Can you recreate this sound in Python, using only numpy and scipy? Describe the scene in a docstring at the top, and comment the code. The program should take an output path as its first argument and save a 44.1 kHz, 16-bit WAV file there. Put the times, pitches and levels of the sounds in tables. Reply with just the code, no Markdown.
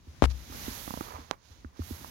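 """Inside a nearly silent car, by the pedals: a hand shifts on the casing of a hand-held camera.
A hard knock with a short scrape sets the casing booming. Skin slides past the microphone ports,
sticks and slips twice, then five times in a row, clicks off, and slides again among soft bumps
and light taps. The rubbing is grainy noise; the blows are short pulses and damped modes."""
import sys
import numpy as np
from scipy import signal
from scipy.fft import rfft, irfft, next_fast_len
from scipy.io import wavfile
from scipy.ndimage import map_coordinates

SR = 44100
rng = np.random.default_rng(int(sys.argv[2]) if len(sys.argv) > 2 else 0)


def file_out(sig):
    """Save sig as 16-bit WAV at sys.argv[1]."""
    # one column per channel
    cols = np.atleast_2d(sig).T
    # limit, then scale
    lim = np.clip(cols, -1, 1)
    pcm = np.round(lim * 32767).astype(np.int16)
    wavfile.write(sys.argv[1], SR, pcm)


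N = 92610

# Treble spectrum of rubbing skin. Each row: frequency in Hz, relative density in dB.
SKIN_TREBLE = [(900, -2), (1800, -2), (2600, -3.5), (3700, 0), (5000, -1), (6700, 0), (7600, -17.5),
               (10000, -14), (14000, -30)]
GRIT_GRAIN_DB, SKIN_GRAIN_DB = 3, 0.93
TICK_ATTACK_S, TICK_LEFT_DB = 0.00031, -9


def amp(db):
    """Decibels to gain."""
    return 10 ** (np.asarray(db) / 20)


def unit(x):
    """Scale to rms 1."""
    return x / np.sqrt(np.mean(x ** 2) + 1e-20)


def clock():
    """Sample times in seconds."""
    return np.arange(N) / SR


def wobble(rate_hz):
    """Smooth random curve, rate_hz knots a second."""
    return map_coordinates(rng.standard_normal(int(N * rate_hz / SR) + 4), [clock() * rate_hz])


def filtered(x, response):
    """Apply a complex frequency response to x."""
    n = x.shape[-1]
    n_fft = next_fast_len(n + SR // 10, real=True)
    return irfft(rfft(x, n_fft) * response(np.fft.rfftfreq(n_fft, 1 / SR)), n_fft)[..., :n]


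def placed(x, start_s):
    """Set a short sound at its time in the scene."""
    out = np.zeros(x.shape[:-1] + (N + SR,))
    out[..., round(start_s * SR):][..., :x.shape[-1]] = x
    return out[..., :N]


def noise(spectrum, grain_db=0):
    """Noise of rms 1 shaped by (Hz, dB) rows; grain_db clumps it into millisecond grains."""
    hz, db = np.transpose(spectrum)
    grains = rng.standard_normal(N) * amp(grain_db * wobble(900))
    return unit(filtered(grains, lambda f: amp(np.interp(np.log(f + 1), np.log(hz), db))))


def wide_noise(spectrum):
    """Noise common to both ports plus a weaker part of each port's own."""
    return noise(spectrum) + 0.7 * np.array([noise(spectrum), noise(spectrum)])


def ring(start_s, modes, attack_s, scatter=0, sag=0):
    """Struck (Hz, dB, T60 s) modes, randomly detuned by scatter; they start sharp by the share sag."""
    t = np.arange(int(min(2 * modes[0][2], 1) * SR)) / SR
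    detunes = 1 + scatter * rng.standard_normal(len(modes))
    tones = 0
    for (hz, db, t60_s), detune in zip(modes, detunes):
        fade = np.exp(-np.log(1000) * t / t60_s)
        pitch_hz = hz * detune * (1 + sag * fade)
        tones = tones + amp(db) * fade * np.sin(2 * np.pi * np.cumsum(pitch_hz) / SR)
    return placed(tones * (1 - np.exp(-t / attack_s)), start_s)


def far_port(x, gain_db, lag_s=0.00046):
    """A contact on the right reaches the left port later and weaker."""
    return amp(gain_db) * filtered(x, lambda f: np.exp(-2j * np.pi * f * lag_s))


def cabin(level_db=-64):
    """Faint hush of the closed car."""
    # Each row: frequency in Hz, relative density in dB.
    hush_spectrum = [(25, -14), (45, 7.5), (90, 15), (200, -27), (450, -30), (1050, -9.5), (1600, -18),
                     (6000, -22), (8000, -34), (16000, -29)]
    return amp(level_db) * unit(wide_noise(hush_spectrum))


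def slide():
    """Skin rubs the casing, mostly by the right port; the grip's rumble follows the left rub."""
    # Each row: time in seconds, then levels in dB of grit, treble, top hiss and left-port rub.
    rub_levels = [(0.02, -77, -67, -86, -70), (0.09, -72, -62.5, -73, -62), (0.2, -79, -61.5, -87, -57),
                  (0.28, -60, -62.5, -64, -55.5), (0.37, -66, -52, -58, -56.5),
                  (0.46, -81, -51.5, -57, -57), (0.56, -72, -44.5, -45, -48.5),
                  (0.67, -50.5, -41.5, -42, -46), (0.8, -54, -42.5, -41, -53.5),
                  (0.92, -75, -45, -45.5, -54.5), (1.04, -47, -46.5, -48, -53),
                  (1.152, -41.5, -51, -56, -60), (1.2, -49.5, -53, -62.5, -54.5),
                  (1.278, -59.5, -57, -68, -69), (1.336, -42, -60.5, -70, -65), (1.359, -63, -71, -75, -70),
                  (1.41, -66, -66, -97, -82), (1.45, -71, -58, -74.5, -78),
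                  (1.52, -63.5, -56.5, -67, -75.5), (1.6, -68, -61, -80, -64),
                  (1.726, -67, -71.5, -91, -70), (1.774, -54, -55.5, -68.5, -71),
                  (1.84, -64, -49.5, -51, -64), (1.91, -54, -48, -46, -58.5), (2.0, -58.5, -50, -50, -55.5)]
    # Spectra of the layers. Each row: frequency in Hz, relative density in dB.
    grit_spectrum = [(130, -32), (420, 0), (750, -0.5), (1050, 4.5), (1450, -4.5), (2100, -8.5),
                     (3000, -19), (6000, -35)]
    hiss_spectrum = [(5000, -17), (7500, -6), (9500, -9), (10800, 0), (12000, 3.5), (13700, -2),
                     (16000, -5.5)]
    left_spectrum = [(200, 0.5), (500, 13), (1100, 8.5), (2200, 9), (3200, 3.5), (6300, 3.5), (8000, -7),
                     (11500, -6), (14000, -15.5)]
    rumble_spectrum = [(20, -33), (30, -25), (42, 5.5), (75, 3), (140, -2.5), (260, -6.5), (400, -15.5),
                       (900, -40.5)]
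    times_s, *columns = np.transpose(rub_levels)
    grit_db, treble_db, hiss_db, left_db = [np.interp(clock(), times_s, db) for db in columns]
    grit = amp(grit_db) * noise(grit_spectrum, GRIT_GRAIN_DB)
    treble = amp(treble_db) * noise(SKIN_TREBLE, SKIN_GRAIN_DB)
    hiss = amp(hiss_db) * noise(hiss_spectrum, SKIN_GRAIN_DB)
    left_rub = amp(left_db) * noise(left_spectrum, SKIN_GRAIN_DB)
    grip_db = -48 + 0.63 * (left_db - left_db.max())
    rumble = amp(grip_db) * wide_noise(rumble_spectrum)
    return np.array([far_port(grit, gain_db=-13) + left_rub, grit + treble + hiss]) + rumble


def bumps():
    """Soft contacts of the grip: a short thud sinking in pitch, then a low boom."""
    # Each row: start in seconds, thud gain in dB, boom gain in dB.
    contacts = [(0.071, -43, -30), (0.498, -36.5, -31), (0.6806, -23, -30.5), (1.134, -46, -30),
                (1.188, -38.5, -34), (1.5, -53.5, -37.5), (1.646, -32, -29), (1.7931, -25, -19.5),
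                (1.9083, -25.5, -24), (2.011, -40.5, -39)]
    thud_mode, boom_mode = (207, 3.3, 0.042), (78, 2.5, 0.1)  # Hz, dB, T60 s
    boom_lag_s = 0.0047
    thud, boom = np.zeros((2, N))
    for start_s, thud_db, boom_db in contacts:
        thud += amp(thud_db) * ring(start_s, [thud_mode], attack_s=0.0011, scatter=0.034, sag=0.51)
        boom += amp(boom_db) * ring(start_s + boom_lag_s, [boom_mode], attack_s=0.012, scatter=0.032)
    return np.array([far_port(thud, gain_db=-8), thud]) + boom


def casing(f, top_hz=10800):
    """Response of the hollow casing to a push: resonances, a shallow dip and an upper edge."""
    # Each row: centre in Hz, width in Hz, gain in dB.
    resonances = [(214, 180, 6), (646, 460, 2.5), (1027, 340, 0), (3700, 1200, 1.5), (6000, 1200, 3.5)]

    def band(hz, width_hz):
        return 1j * f * width_hz / (hz ** 2 - f ** 2 + 1j * f * width_hz)

    hollow = sum(amp(db) * band(hz, width_hz) for hz, width_hz, db in resonances)
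    dip = 1 - (1 - amp(-1.5)) * band(hz=1800, width_hz=520)
    return (1 + hollow) * dip / (1 + 1j * np.sqrt(2) * f / top_hz - (f / top_hz) ** 2)


def clicks():
    """Sharp contacts: one push, rounded by its softness and swinging back once, with a dull rattle."""
    # Each row: start in seconds, left and right levels in dB, high-pass and low-pass corners in Hz.
    contacts = [(0.2228, 1, -27, 308, 520), (0.2279, -36, -16, 900, 1210), (0.2304, -27, -16, 900, 1100),
                (0.2407, -45, -3.5, 1590, 815), (0.2423, -24.5, -36, 900, 706),
                (1.3117, -29.5, -5, 292, 2640)]
    rattle_db, rattle_t60_s, rattle_hz = -12.5, 0.038, 950
    t = np.arange(SR // 10) / SR
    out = np.zeros((2, N))
    for start_s, left_db, right_db, highpass_hz, lowpass_hz in contacts:
        burst = np.exp(-np.log(1000) * t / rattle_t60_s) * rng.standard_normal((2, len(t)))
        burst /= np.linalg.norm(burst[0])
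        rattle = filtered(burst, lambda f: 1 / (1 + 1j * f / rattle_hz - (f / rattle_hz) ** 2))
        push = (t == 0) + amp(rattle_db) * rattle

        def contact(f):
            return 1j * f / (highpass_hz + 1j * f) / (1 + 1j * f / lowpass_hz) ** 2

        pulse = filtered(push, lambda f: casing(f) * contact(f))
        out += placed(amp([[left_db], [right_db]]) * pulse / np.abs(pulse).max(), start_s)
    return out


def knock():
    """A hard knock, mostly on the left: the casing booms, shuddering and sinking as it fades."""
    modes = [(63.5, -7.5, 0.31), (155, -37, 0.46)]  # Hz, dB, T60 s
    shudder_db, right_db = 2.3, -11.5
    boom = ring(start_s=0.2235, modes=modes, attack_s=0.0093, sag=0.12)
    boom *= amp(shudder_db * wobble(rate_hz=120))
    return np.array([boom, amp(right_db) * boom])


def stroke(start_s, hold_s, edge_s=0.0046):
    """Attack, hold and release of a short rub."""
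    end_s = start_s + hold_s
    return np.interp(clock(), [start_s - edge_s, start_s, end_s, end_s + edge_s], [0, 1, 1, 0])


def scrape():
    """The knock scrapes across the left port, pressing harder until it breaks off."""
    # Each row: frequency in Hz, relative density in dB.
    spectrum = [(150, 11.5), (400, 0.5), (900, -7), (1400, -5), (3500, -11), (7000, -20.5), (12000, -28.5),
                (16000, -43)]
    start_s, hold_s, right_db = 0.2265, 0.0309, -29
    level_db = np.interp(clock(), [start_s, start_s + hold_s], [-24.5, -21])
    left = noise(spectrum, SKIN_GRAIN_DB)
    right = amp(right_db) * noise(spectrum, SKIN_GRAIN_DB)
    return amp(level_db) * stroke(start_s, hold_s) * np.array([left, right])


def brush(level_db=-44):
    """A light brush past the right port."""
    right = amp(level_db) * stroke(start_s=0.299, hold_s=0.021) * noise(SKIN_TREBLE, GRIT_GRAIN_DB)
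    return np.array([np.zeros(N), right])


def slips():
    """Each release of the sticking skin gives a dull tick."""
    # Each row: start in seconds, gain in dB.
    releases = [(0.524, -31.5), (0.548, -32.5), (0.878, -23.5), (0.9071, -22.5), (0.9396, -21.5),
                (0.9743, -24.5), (1.0093, -19)]
    # Ring of one release. Each row: frequency in Hz, gain in dB, T60 in seconds.
    modes = [(296.5, -2, 0.023), (520, -0.5, 0.0084), (770, -2, 0.013), (1075, -2.5, 0.016),
             (1610, -20, 0.01)]
    right = sum(amp(db) * ring(start_s, modes, TICK_ATTACK_S, scatter=0.1) for start_s, db in releases)
    return np.array([far_port(right, TICK_LEFT_DB), right])


def taps(t60_s=0.0073):
    """Light taps on the casing, each with one brief woody ring."""
    # Each row: start in seconds, gain in dB, pitch in Hz.
    contacts = [(1.647, -29, 1410), (1.82, -28, 1170), (2.0459, -21, 950)]
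    right = sum(ring(start_s, [(hz, db, t60_s)], TICK_ATTACK_S) for start_s, db, hz in contacts)
    return np.array([far_port(right, TICK_LEFT_DB), right])


def scene():
    """The handling sounds over the cabin's hush, as left and right."""
    return cabin() + slide() + bumps() + clicks() + knock() + scrape() + brush() + slips() + taps()


def record(dry):
    """The camera cuts the lowest bass, clips at full scale and drops the highest treble."""
    low_hz, top_hz = 29, 16100
    low_cut = signal.butter(4, low_hz, "highpass", fs=SR, output="sos")
    clipped = np.clip(signal.sosfilt(low_cut, dry), -1, 1)
    return filtered(clipped, lambda f: f < top_hz)


dry = scene()
out = record(dry)
file_out(out)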